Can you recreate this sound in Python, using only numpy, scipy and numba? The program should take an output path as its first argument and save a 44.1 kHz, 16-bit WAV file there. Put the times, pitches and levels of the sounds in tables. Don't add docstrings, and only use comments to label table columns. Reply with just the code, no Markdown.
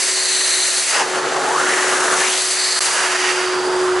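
import sys
import numpy as np
from scipy import signal
from scipy.fft import rfft, irfft
from scipy.io import wavfile
from numba import njit

SR = 44100
rng = np.random.default_rng(int(sys.argv[2]) if len(sys.argv) > 2 else 0)


def master(y):
    cut = np.clip(np.atleast_2d(y).T, -1, 1)
    pcm = np.round(cut * 32767)
    wavfile.write(sys.argv[1], SR, pcm.astype(np.int16))


N = 176400


def undb(db):
    return 10 ** (np.asarray(db) / 20)


def unit(x):
    return x / np.sqrt(np.mean(x ** 2))


def curve(table, column=1):
    rows = np.array(table, float)
    return np.interp(np.arange(N) / SR, rows[:, 0], rows[:, column])


def shape(x, spectrum):
    hz, db = np.array(spectrum, float).T
    f = np.maximum(np.arange(N // 2 + 1) * SR / N, 1)
    gain = undb(np.interp(np.log(f), np.log(hz), db))
    return irfft(rfft(x) * gain, N)


def drift(corner_hz):
    f = np.arange(N // 2 + 1) * SR / N
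    return unit(irfft(rfft(rng.standard_normal(N)) / (1 + (f / corner_hz) ** 2), N))


def turbulence():
    # f/Hz, level/dB of side against mid
    side_spectrum = [(60, -23), (350, -12.5), (620, -14.5), (1200, -12), (2000, -11.5), (4000, -12.5),
                     (11000, -14)]
    mid, side = rng.standard_normal((2, N))
    side = shape(side, side_spectrum)
    flutter_db = 0.58 * drift(corner_hz=26)
    return np.array([mid + side, mid - side]) * undb(flutter_db)


def flow_noise(spectrum):
    return unit(shape(turbulence(), spectrum))


@njit
def bandpass(x, hz, width):
    y, band, low = np.empty(len(x)), 0., 0.
    for i in range(len(x)):
        g, damping = np.tan(np.pi * hz[i] / SR), width[i] / hz[i]
        v = (band + g * (x[i] - low)) / (1 + g * (g + damping))
        band, low = 2 * v - band, low + 2 * g * v
        y[i] = damping * v
    return y


def resonance(hz, width):
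    hz, width = hz * np.ones(N), width * np.ones(N)
    response = np.array([bandpass(bandpass(channel, hz, width), hz, width) for channel in turbulence()])
    return unit(response / np.sqrt(width))


def modes(table):
    return sum(undb(db) * resonance(hz, width) for hz, width, db in table)


def nozzle():
    # t/s, relative level/dB
    hiss_levels = [(0, -21), (.2, -22), (.6, -20.5), (.89, -21.5), (1, -27.5), (1.07, -31.5), (1.26, -38.5),
                   (1.45, -34), (1.75, -26.5), (2.1, -25.5), (2.38, -22), (2.72, -24.5), (2.84, -21.5),
                   (3.1, -28.5), (3.35, -32.5), (3.58, -40), (3.85, -36.5), (4, -42)]
    # f/Hz, relative level/dB
    hiss_spectrum = [(30, -42), (100, -30.5), (300, -15.5), (600, -10), (1400, -9.5), (2700, -4),
                     (3400, -1.5), (4100, -0.5), (4700, -3), (5350, 1.5), (6150, 4), (6900, 3.5), (8000, 1),
                     (10700, -0.5)]
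    # t/s, main f/Hz, main level/dB, level/dB of the other modes, main width/Hz
    ringing = [(0, 4800, -25.5, -29, 900), (.3, 4220, -22.5, -28.5, 810), (.65, 4200, -23, -28.5, 750),
               (.85, 4480, -27, -31, 900), (1, 4940, -29, -32, 800), (1.08, 4470, -36.5, -40.5, 900),
               (2.2, 4540, -36.5, -37.5, 1000), (2.38, 4430, -26, -32, 1100),
               (2.53, 4600, -26.5, -33.5, 950), (2.62, 4460, -21.5, -26, 960),
               (2.76, 4510, -21.5, -29.5, 905), (2.95, 4720, -29.5, -43, 600), (3.5, 4720, -32, -50, 520),
               (4, 4810, -40, -59, 548.5)]
    # f/Hz, width/Hz, relative level/dB
    other_modes = [(1900, 750, 0), (6190, 450, -2), (7480, 650, -2)]
    # f/Hz, width/Hz
    notches = [(3300, 700), (5350, 1500), (6850, 780)]
    main_db = curve(ringing, column=2)
    full_depth, full_at_db = .62, -21.5
    depth = full_depth * undb(np.minimum(main_db - full_at_db, 0) / 2)
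    hiss = flow_noise(hiss_spectrum)
    for hz, width in notches:
        band = np.array([bandpass(channel, hz * np.ones(N), width * np.ones(N)) for channel in hiss])
        hiss = hiss - depth * band
    main = resonance(curve(ringing), curve(ringing, column=4)) * undb(main_db)
    others = modes(other_modes) * undb(curve(ringing, column=3))
    return hiss * undb(curve(hiss_levels) + 6.5) + main + others


def motor():
    # t/s, f/Hz
    pitch = [(0, 376), (.8, 368.7), (1.2, 371.7), (2.05, 369), (2.3, 372.2), (2.8, 370.3), (3.1, 367.3),
             (3.75, 366.5), (4, 367)]
    # t/s, level/dB
    levels = [(0, -36.5), (.8, -37.5), (.88, -51), (1.05, -30.5), (1.7, -29), (2.06, -26), (2.45, -34.5),
              (2.83, -36.5), (2.98, -38), (3.04, -31), (3.4, -24.5), (3.6, -22), (3.87, -18.5), (4, -19.5)]
    jitter, waver_db, octave_db = .0015, 0.9, -29
    hz = curve(pitch) * (1 + jitter * drift(corner_hz=9.1))
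    phase = 2 * np.pi * np.cumsum(hz) / SR
    hum = unit(np.sin(phase) + undb(octave_db) * np.sin(2 * phase))
    return hum * undb(curve(levels) + waver_db * drift(corner_hz=25))


def machine_noise():
    # f/Hz, relative level/dB
    spectrum = [(25, -21), (100, -20), (200, -22.5), (320, -5), (600, -0.5), (1500, -1), (2800, 1),
                (3800, -2.5), (4700, -4), (6000, -4), (8000, -6), (11000, -15.5)]
    # f/Hz, width/Hz, level/dB
    body_modes = [(544.4, 25, -51), (666, 17, -45.5)]
    return undb(-30) * flow_noise(spectrum) + modes(body_modes)


def hose_roar():
    # t/s, level/dB
    levels = [(0, -36.5), (.88, -35), (.94, -21), (1.01, -19.5), (1.07, -24), (1.45, -23), (1.7, -21.5),
              (2.15, -19.5), (2.3, -25), (2.45, -31.5), (2.78, -28), (2.85, -26), (2.98, -21.5),
              (3.35, -24), (3.65, -25.5), (4, -24)]
    # f/Hz, relative level/dB
    spectrum = [(30, -52), (100, -34), (250, -16), (450, -6.5), (750, -1), (1300, 1.5), (1720, -1),
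                (2000, -6.5), (2400, -18.5), (3500, -15), (8000, -35)]
    return flow_noise(spectrum) * undb(curve(levels))


def mouth_rush():
    # t/s, level/dB
    levels = [(0, -39), (.78, -37), (.9, -22.5), (1, -20.5), (1.07, -30.5), (1.5, -36), (1.73, -23.5),
              (1.9, -25), (2.12, -30), (2.26, -24), (2.42, -30), (2.7, -49), (2.85, -25), (3, -24),
              (3.3, -21.5), (3.52, -29), (4, -74)]
    # f/Hz, relative level/dB
    spectrum = [(60, -50), (500, -26), (1400, -15), (1900, 1), (2350, -0.5), (2900, 1.5), (3450, -9),
                (4800, -7.5), (6200, -5), (9000, -15.5)]
    return flow_noise(spectrum) * undb(curve(levels))


def mouth_boom():
    # t/s, level/dB
    levels = [(0, -41.5), (.92, -47), (1.02, -28), (1.5, -27), (1.8, -30), (2.15, -28), (2.32, -38),
              (2.9, -57), (3.35, -37.5), (3.7, -28), (4, -39.5)]
    # f/Hz, relative level/dB
    spectrum = [(30, -46), (70, -30), (125, -19), (160, -9), (205, -13.5), (270, 0.5), (400, 3), (750, 1.5),
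                (1200, -5.5), (3000, -43)]
    # f/Hz, width/Hz, relative level/dB
    column_modes = [(160, 44, -23.5), (447.7, 24, -10), (535, 18, -10), (1422, 35, -10.5)]
    return (flow_noise(spectrum) + modes(column_modes)) * undb(curve(levels))


def gap_whistle():
    # t/s, f/Hz, level/dB
    glide = [(.88, 1500, -47), (.96, 1010, -30), (1.01, 860, -17.5), (1.08, 610, -44), (1.38, 760, -27),
             (1.51, 805, -22), (1.55, 1000, -21), (1.59, 1320, -18.5), (1.66, 1540, -22.5),
             (1.74, 1830, -21.5), (1.9, 1670, -26), (2.05, 1450, -25.5), (2.15, 1380, -29),
             (2.23, 1870, -24), (2.32, 3020, -27), (2.45, 3930, -36), (2.85, 1430, -40), (3, 1710, -25.5),
             (3.3, 1850, -25.5), (3.5, 1120, -30), (3.72, 840, -32.5), (3.9, 1240, -23.5), (4, 1280, -40)]
    hz, db = curve(glide), curve(glide, column=2)
    strong_db, max_widening_db = -23.5, 13.5
    widening_db = np.minimum(0.39 * (strong_db - db), max_widening_db)
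    relative_width = .3 * undb(widening_db)
    return resonance(hz, relative_width * hz) * undb(db)


def handling_rumble():
    # t/s, level/dB
    levels = [(0, -65), (.3, -72), (.7, -74), (2.72, -73), (2.8, -53), (2.9, -55), (3.4, -56.5), (3.8, -49),
              (4, -48)]
    # f/Hz, relative level/dB
    spectrum = [(20, -19), (60, -5), (130, -6), (300, -10), (1000, -50)]
    return flow_noise(spectrum) * undb(curve(levels))


def scene():
    # t/s, level/dB of left against right
    balance = [(0, .1), (.8, 0.2), (1.3, -.2), (1.8, 0.4), (2.25, 0.5), (2.75, -0.3), (3.3, -1.3), (4, -1)]
    airflow = nozzle() + hose_roar() + mouth_rush() + mouth_boom() + gap_whistle()
    gust_db = 0.76 * drift(corner_hz=26)
    mix = airflow * undb(gust_db) + motor() + machine_noise() + handling_rumble()
    pan_db = curve(balance)
    return mix * undb(np.array([pan_db, -pan_db]) / 2)


def record(dry):
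    start_s, end_s, dip_db, cutoff_hz = 2.7932, 2.8056, -26, 10950
    t = np.arange(N) / SR
    gain = np.where((t > start_s) & (t < end_s), undb(dip_db), 1)
    lowpass = signal.ellip(12, .1, 90, cutoff_hz, fs=SR, output="sos")
    return signal.sosfilt(lowpass, dry * gain)


dry = scene()
out = record(dry)
master(out)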